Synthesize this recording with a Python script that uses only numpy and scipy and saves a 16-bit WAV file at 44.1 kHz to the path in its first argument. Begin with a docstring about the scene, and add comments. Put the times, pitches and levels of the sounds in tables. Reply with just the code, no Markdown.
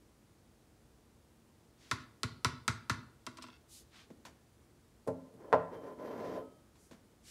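"""Five firm knife knocks on a frying pan, then light chatter and a wipe on its rim, as butter is knocked off.
Each blow ticks, rings pan and blade, and thuds in the electric stove's sheet-metal top.
A hand brushes and bumps about. A ceramic bowl meets the counter edge first, clacks flat
and is pushed along in stick-slip. A small, quiet kitchen echoes every knock."""
import sys
import numpy as np
from scipy import signal
from scipy.fft import rfft, irfft
from scipy.io import wavfile

SR = 44100
rng = np.random.default_rng(int(sys.argv[2]) if len(sys.argv) > 2 else 0)


def wav_out(sig):
    """Save sig, one row per channel (or a flat mono array), as 16-bit PCM at SR to the path in sys.argv[1]."""
    wavfile.write(sys.argv[1], SR, np.round(np.clip(np.atleast_2d(sig).T, -1, 1) * 32767).astype(np.int16))


N = 321930
NOW_S = np.arange(N) / SR
AGE_S = np.arange(SR) / SR   # time since a blow

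# bowl and counter, coupled modes: (frequency [Hz], level [dB], t60 [s])
COUNTER_MODES = [(96, -43, 0.46), (126.4, -37.5, 0.26), (169.7, -39, 0.28), (208, -37, 0.069),
                 (261.4, -35, 0.29), (305, -51.5, .14), (406, -41, 0.15), (444.6, -20, .12),
                 (506.4, -25.5, 0.14), (537, -25, .14), (568.7, -22, 0.14), (614.2, -17.5, 0.11),
                 (625, -19, 0.12), (694, -24, 0.1), (805, -31.5, 0.088), (895, -25.5, 0.1235),
                 (930, -25.5, 0.076), (1019, -16, 0.12), (1068, -30, 0.07), (1100, -38, 0.065),
                 (1310, -48, 0.087), (1364, -28, 0.1), (1453, -36.5, 0.096), (1700, -43, .06),
                 (1940, -46.5, .06)]


def amp(db):
    """Decibels to gain."""
    return 10 ** (np.asarray(db) / 20)


def unit_rms(x):
    """Scale to unit power."""
    return x / np.sqrt(np.mean(x ** 2) + 1e-20)


def at_hz(points, hz):
    """Interpolate a table over log frequency."""
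    points_hz, values = np.transpose(points)
    return np.interp(np.log(np.maximum(hz, 1)), np.log(points_hz), values)


def colour(x, spectrum):
    """Shape a steady sound's spectrum; unit power."""
    gain = amp(at_hz(spectrum, np.fft.rfftfreq(N, 1 / SR)))
    return unit_rms(irfft(rfft(x) * gain, N))


def butter(x, hz, kind):
    """Causal filter, second order per edge."""
    sos = signal.butter(2, np.clip(hz, 10, .48 * SR), kind, fs=SR, output="sos")
    return signal.sosfilt(sos, x + 1e-18)


def excite(x, response):
    """Drive a body or room with x."""
    return signal.fftconvolve(x, response)[:N]


def blows(times_s, db):
    """One impulse per blow."""
    out = np.zeros(N)
    out[np.round(np.asarray(times_s) * SR).astype(int)] = amp(db)
    return out


def crunch(times_s, db, t60_s):
    """Rough contacts: a fresh decaying noise per blow, unit energy at 0 dB."""
    out = np.zeros(N + SR)
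    starts = np.round(np.asarray(times_s) * SR).astype(int)
    for start, gain, life_s in np.broadcast(starts, amp(db), t60_s):
        patter = rng.standard_normal(SR) * amp(-60 * AGE_S / life_s)
        out[start:start + SR] += gain * unit_rms(patter) / np.sqrt(SR)
    return out[:N]


def slips(per_s, spread_db):
    """Random stick-slip jerks of uneven size; unit power."""
    sizes = amp(spread_db * np.minimum(rng.exponential(1, N), 4)) * rng.choice([-1, 1], N)
    return unit_rms(sizes * (rng.random(N) < per_s / SR))


def stroke(start_s, end_s, rise_s, fall_s):
    """Movement envelope, 0 to 1: rise, hold, fall."""
    return np.clip(np.minimum((NOW_S - start_s) / rise_s, (end_s - NOW_S) / fall_s), 0, 1)


def modes(table, build_cycles):
    """Decaying sines of alternating sign, each with a gradual onset."""
    out = 0
    for k, (hz, db, t60_s) in enumerate(table):
        onset = 1 - np.exp(-(hz * AGE_S / build_cycles) ** 2)
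        out += (-1) ** k * amp(db - 60 * AGE_S / t60_s) * np.sin(2 * np.pi * hz * AGE_S) * onset
    return out


def rubbed_modes(table, build_cycles):
    """Modes for a sustained drive: each has unit energy at 0 dB."""
    return sum(amp(db) * unit_rms(modes([(hz, 0, t60_s)], build_cycles))
               for hz, db, t60_s in table) / np.sqrt(SR)


def burst(spectrum, t60_s):
    """Crowded modes as decaying third-octave noises; t60_s is a time or a table."""
    out = 0
    edges_hz = 62.5 * 2 ** (np.arange(25) / 3)
    for low_hz, high_hz in zip(edges_hz, edges_hz[1:]):
        hz = np.sqrt(low_hz * high_hz)
        life_s = t60_s if np.isscalar(t60_s) else at_hz(t60_s, hz)
        band = butter(rng.standard_normal(SR) * amp(-60 * AGE_S / life_s), [low_hz, high_hz], "band")
        out += unit_rms(band) * amp(at_hz(spectrum, hz)) * np.sqrt(2 * (high_hz - low_hz)) / SR
    return out


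def snap(spectrum):
    """Briefest causal pulse with this spectrum (minimum phase)."""
    gain = amp(at_hz(spectrum, np.fft.rfftfreq(SR, 1 / SR)))
    cepstrum = irfft(np.log(gain))
    cepstrum[1:SR // 2] *= 2
    cepstrum[SR // 2:] = 0
    return irfft(np.exp(rfft(cepstrum)))


def kitchen_air():
    """Faint steady noise of a still room."""
    # air spectrum: (frequency [Hz], density [dB])
    air_spectrum = [(15, -50.5), (25, -20), (59, -1), (123, -3.5), (190, -8.5), (229, -2.5), (263, -9),
                    (344, -6.5), (384, -12), (463, -10), (503, -14.5), (2610, -28), (9320, -30.5),
                    (14400, -37.5), (16000, -36)]
    return amp(-65) * colour(rng.standard_normal(N), air_spectrum)


def kitchen(x, first_wall_s, shift_hz, count=3):
    """Direct sound plus diffuse echo; hands and listener move, so echo patterns crossfade."""
    # echo spectrum: (frequency [Hz], density [dB])
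    echo_spectrum = [(80, -11.5), (250, -2), (600, -9.5), (1300, -9), (4000, -11), (8000, -12),
                     (15000, -15.5)]
    # echo decay: (frequency [Hz], t60 [s])
    echo_decay = [(100, 0.49), (500, 0.48), (1500, 0.45), (4000, 0.45), (8000, 0.22), (15000, .2)]
    swell = 1 - np.exp(-(AGE_S / first_wall_s) ** 2)
    out = x
    for k in range(count):
        share = np.sqrt(2 / count) * np.cos(np.pi * (shift_hz * NOW_S + k / count))
        out = out + excite(x * share, burst(echo_spectrum, echo_decay) * swell)
    return out


def hiss_swells():
    """Soft swells of hiss: a short scrape after the first knife knock, and hands brushing surfaces."""
    # swells: (start [s], end [s], level [dB], low edge [Hz], high edge [Hz])
    swells = [(1.766, 1.96, -65.5, 1180, 6260), (1.952, 2.066, -61, 1100, 5000),
              (3.675, 3.844, -57.5, 3520, 11000), (3.902, 4.068, -60, 890, 4760),
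              (6.75, 6.932, -71, 4960, 10550), (7.226, 7.36, -57, 2000, 9100)]
    out = 0
    for start_s, end_s, db, low_hz, high_hz in swells:
        hiss = unit_rms(butter(rng.standard_normal(N), [low_hz, high_hz], "band"))
        out += amp(db) * stroke(start_s, end_s, rise_s=0.062, fall_s=0.065) * hiss
    return out


def small_knocks():
    """Dull bumps and dry clicks of things being handled."""
    # knocks round the counter: (time [s], thump [dB], click [dB])
    knocks = [(4.1026, -6, -22.5), (4.251, -22, -5), (4.264, -24, -24), (4.284, -19, -31),
              (6.755, -41, -23.5), (6.911, -8.5, -13.5), (6.931, -15.5, -20)]
    # low thump: (frequency [Hz], density [dB])
    thump_spectrum = [(80, -35), (200, 9.5), (300, 0), (500, -1.5), (900, -29.5), (2000, -24), (5000, -68)]
    # dry click: (frequency [Hz], density [dB])
    click_spectrum = [(200, -8.5), (1000, -5), (2000, -12), (4000, -15.5), (7000, -17.5), (8500, -26),
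                      (11000, -23), (16000, -54)]
    times_s, thump_db, click_db = np.transpose(knocks)
    thumps = excite(blows(times_s, thump_db), burst(thump_spectrum, t60_s=0.028))
    clicks = excite(blows(times_s, click_db), burst(click_spectrum, t60_s=0.16))
    return thumps + clicks


def bowl_let_go():
    """Freed from the damping hand, the wall rings on faintly."""
    # undamped bowl: (frequency [Hz], level [dB], t60 [s])
    free_modes = [(1276, -62.5, 1.4), (3110, -77.5, 0.5)]
    return excite(blows(times_s=[6.41], db=[0]), modes(free_modes, build_cycles=16))


def bowl_sliding():
    """The unglazed foot judders over the counter: the board rumbles, grit hisses, the wall sings."""
    # creep on edge, two nudges, long push: (start [s], end [s], initial speed [dB])
    pushes = [(5.1, 5.363, -45.5), (5.358, 5.621, -23), (5.696, 5.829, -2), (5.792, 5.967, -7.5),
              (5.958, 6.444, -5.5)]
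    # board rumble: (frequency [Hz], density [dB])
    rumble_spectrum = [(60, -38), (95, -7), (150, -12.5), (220, -2), (320, -1.5), (460, -1), (620, -14),
                       (740, -9.5), (1030, -12.5), (1200, -16.5), (1420, -17.5), (2000, -23), (2600, -36),
                       (4000, -49)]
    # grit hiss: (frequency [Hz], density [dB])
    grit_spectrum = [(900, -22.5), (1800, 8), (2500, 2.5), (4000, 0), (6000, -2.5), (9000, -18.5),
                     (15000, -30)]
    # glazed wall: (frequency [Hz], level [dB], t60 [s])
    wall_modes = [(3113, -7, .7), (10255, -16.5, 0.32), (12200, -24.5, 0.22), (12215, -16.5, .3),
                  (14481, -17.5, .2)]
    speed_up_db_per_s = 24
    catch_db, catch_hz = 1.5, 25   # speed jitter as the foot catches and frees itself
    speed = 0
    for start_s, end_s, db in pushes:
        elapsed_s = np.clip(NOW_S, start_s, end_s) - start_s
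        envelope = stroke(start_s, end_s, rise_s=0.046, fall_s=0.098) ** 2
        speed += envelope * amp(db + speed_up_db_per_s * elapsed_s)
    speed *= amp(catch_db * unit_rms(butter(rng.standard_normal(N), catch_hz, "low")))
    board_drive = amp(-43) * speed ** 0.52
    wall_drive = amp(-67.5) * speed ** .55
    board = butter(modes(COUNTER_MODES, build_cycles=1.6), 506.5, "low")
    board = unit_rms(butter(board, 220, "high")) / np.sqrt(SR)
    wall = rubbed_modes(wall_modes, build_cycles=0.86)
    judder = amp(-1) * excite(slips(per_s=1100, spread_db=3.5) * board_drive, board)
    rumble = amp(-3.5) * board_drive * colour(slips(per_s=1600, spread_db=2), rumble_spectrum)
    grit = amp(-65) * speed * colour(slips(per_s=5600, spread_db=1), grit_spectrum)
    singing = excite(slips(per_s=6100, spread_db=4) * wall_drive, wall)
    return judder + rumble + grit + singing


def bowl_landing():
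    """The edge touches down softly, the bowl rolls, then the whole foot drops with a hard clack."""
    # contacts, softer with lower cutoff: (time [s], level [dB], cutoff [Hz])
    landings = [(5.067, -20.5, 355), (5.0748, -1.5, 334), (5.0788, -24.5, 7080), (5.34, -17.5, 188),
                (5.436, -32.5, 420), (5.522, -30, 2400), (5.5281, -1, 2690)]
    # foot clack: (frequency [Hz], density [dB])
    clack_spectrum = [(30, -34), (100, -10.5), (250, 2.5), (600, 22.5), (900, 19), (1300, 7.5), (1700, 7.5),
                      (2100, 1.5), (2800, -8), (4000, -7), (6000, -7.5), (10000, 0.5), (15000, -18)]
    sharp_db = -27.5   # unfiltered share of each contact
    clack = amp(-0.5) * snap(clack_spectrum) + amp(1.5) * burst(clack_spectrum, t60_s=0.1)
    force = sum(butter(blows([time_s], [db]), cutoff_hz, "low") + blows([time_s], [db + sharp_db])
                for time_s, db, cutoff_hz in landings)
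    return excite(force, modes(COUNTER_MODES, build_cycles=1.6) + clack)


def knife_wiping():
    """Amid the light taps the blade grates along the rim and its thin steel sings."""
    # scraped blade: (frequency [Hz], level [dB], t60 [s])
    blade_modes = [(1390, -1.5, .02), (2170, -5, .015), (2650, 0, .025), (3380, -3.5, .03),
                   (3580, -3, .015), (4660, -3, 0.0092), (5350, -6, 0.0087)]
    wipe = stroke(start_s=3.38, end_s=3.58, rise_s=.05, fall_s=0.038)
    friction = slips(per_s=810, spread_db=5) * wipe
    return amp(-69) * excite(friction, rubbed_modes(blade_modes, build_cycles=0.79))


def sheet_thud(start_hz, end_hz, sink_s, swell_s, width_s, db):
    """Slow, long bending waves arrive last, so a metal sheet's thud sinks in pitch."""
    hz = end_hz + (start_hz - end_hz) * np.exp(-AGE_S / sink_s)
    swell = np.exp(-(np.log((AGE_S + 1e-6) / swell_s) * swell_s / width_s) ** 2)
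    return amp(db) * swell * np.sin(2 * np.pi * np.cumsum(hz) / SR)


def knife_on_pan():
    """Steel ticks on the rim, pan and knife ring, and the sheet-metal stove top thuds after them."""
    # five firm knocks, then chatter: (time [s], force [dB], pan ring [dB], steel tick [dB])
    taps = [(1.913, -6.5, -4.5, -2), (2.233, -3, -10, -2.5), (2.447, 0, -2, 1.5), (2.6795, -1, -2.5, 1),
            (2.897, -2, -3, -3), (3.2656, -20, -18.5, -11), (3.3712, -33, -28, -21),
            (3.423, -35, -27.5, -16), (3.472, -32, -33, -34)]
    # stove top: (frequency [Hz], level [dB], t60 [s])
    stove_modes = [(74.7, -29, 0.14), (112.4, -54, 0.52), (245.4, -29, 0.076), (257, -63, 0.56),
                   (349.6, -21, 0.026), (452, -37.5, 0.059)]
    # frying pan: (frequency [Hz], level [dB], t60 [s])
    pan_modes = [(683, -46, 0.074), (1110, -34, 0.012), (1090, -30, 0.05), (1330, -21.5, 0.044),
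                 (1410, -27.5, 0.068), (1467, -26, 0.059), (1625, -30.5, .035), (1770, -46, 0.015),
                 (2028, -32, 0.067), (2187, -39, 0.04), (2380, -34, 0.043), (2642, -34, 0.038),
                 (3160, -42, .03), (3450, -42.5, 0.058), (3640, -32, 0.033), (3950, -39, 0.11),
                 (4240, -38, 0.027), (4830, -46, 0.034), (5960, -28, 0.016), (5960, -48, 0.03),
                 (7550, -36, 0.022), (8250, -44, .02)]
    # blade and handle: (frequency [Hz], level [dB], t60 [s])
    knife_modes = [(251.4, -39.5, 0.1), (335, -41, 0.078), (483, -53, 0.042), (641, -41, 0.039),
                   (1005, -36, 0.038), (1123, -43, 0.071), (1475, -48, 0.12), (2725, -50, 0.058),
                   (3190, -52, 0.047), (4340, -54, 0.027), (5230, -55, 0.023)]
    # steel tick: (frequency [Hz], density [dB])
    tick_spectrum = [(500, -36), (1000, -26), (1400, -9.5), (2000, -10.5), (3000, -2.5), (5000, 1.5),
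                     (6800, -7), (8000, -4), (10000, -11.5), (13000, -19), (16000, -38)]
    # pan's crowded weak modes: (frequency [Hz], density [dB])
    clatter_spectrum = [(40, -22), (250, 4), (750, -9), (1050, 12.5), (1400, -1.5), (1650, 3.5),
                        (2100, 3.5), (2900, -6.5), (4200, -1.5), (7000, -9.5), (8200, -14.5),
                        (11000, -16.5), (16000, -53)]
    times_s, force_db, ring_db, tick_db = np.transpose(taps)
    # a firm hit clicks cleanly; a light one glances, grates longer and lands late
    skid_share = .22
    grating_t60_s = .0034 * amp(-0.77 * force_db)
    lands_s = times_s + skid_share * (grating_t60_s - grating_t60_s.min())

    stove = modes(stove_modes, build_cycles=2.02)
    stove += sheet_thud(start_hz=236.5, end_hz=97.8, sink_s=0.012, swell_s=.022, width_s=.012, db=-30.5)
    thud = excite(blows(lands_s, force_db), stove)
    ring = excite(blows(lands_s, ring_db), modes(pan_modes, build_cycles=1.6))
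    knife_db = np.minimum(ring_db + 21.5, 0)   # capped by the grip
    knife = excite(blows(lands_s, knife_db), modes(knife_modes, build_cycles=2.16))

    click = blows(times_s, tick_db - 2 + .25 * force_db)
    grating_db = np.minimum(tick_db - 1.5, -9.5)   # capped: a firm hit bites
    tick = excite(click + crunch(times_s, grating_db, grating_t60_s), snap(tick_spectrum))

    clatter_head = crunch(times_s, (tick_db + ring_db) / 2 + 0.2, t60_s=0.073)
    clatter_tail = crunch(times_s, ring_db - 3, t60_s=0.2)
    clatter = excite(clatter_head + clatter_tail, snap(clatter_spectrum))
    return thud + ring + knife + tick + clatter


def scene():
    """All sources in one room, over its steady air; mono."""
    bowl = bowl_landing() + bowl_sliding() + bowl_let_go()
    sources = knife_on_pan() + knife_wiping() + bowl + small_knocks() + hiss_swells()
    return (kitchen_air() + kitchen(sources, first_wall_s=0.014, shift_hz=1.7))[None]


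def record(dry):
    """Steep low-pass."""
    cutoff_hz = 15600
    return signal.sosfilt(signal.ellip(10, .1, 80, cutoff_hz, fs=SR, output="sos"), dry)


dry = scene()
out = record(dry)
wav_out(out)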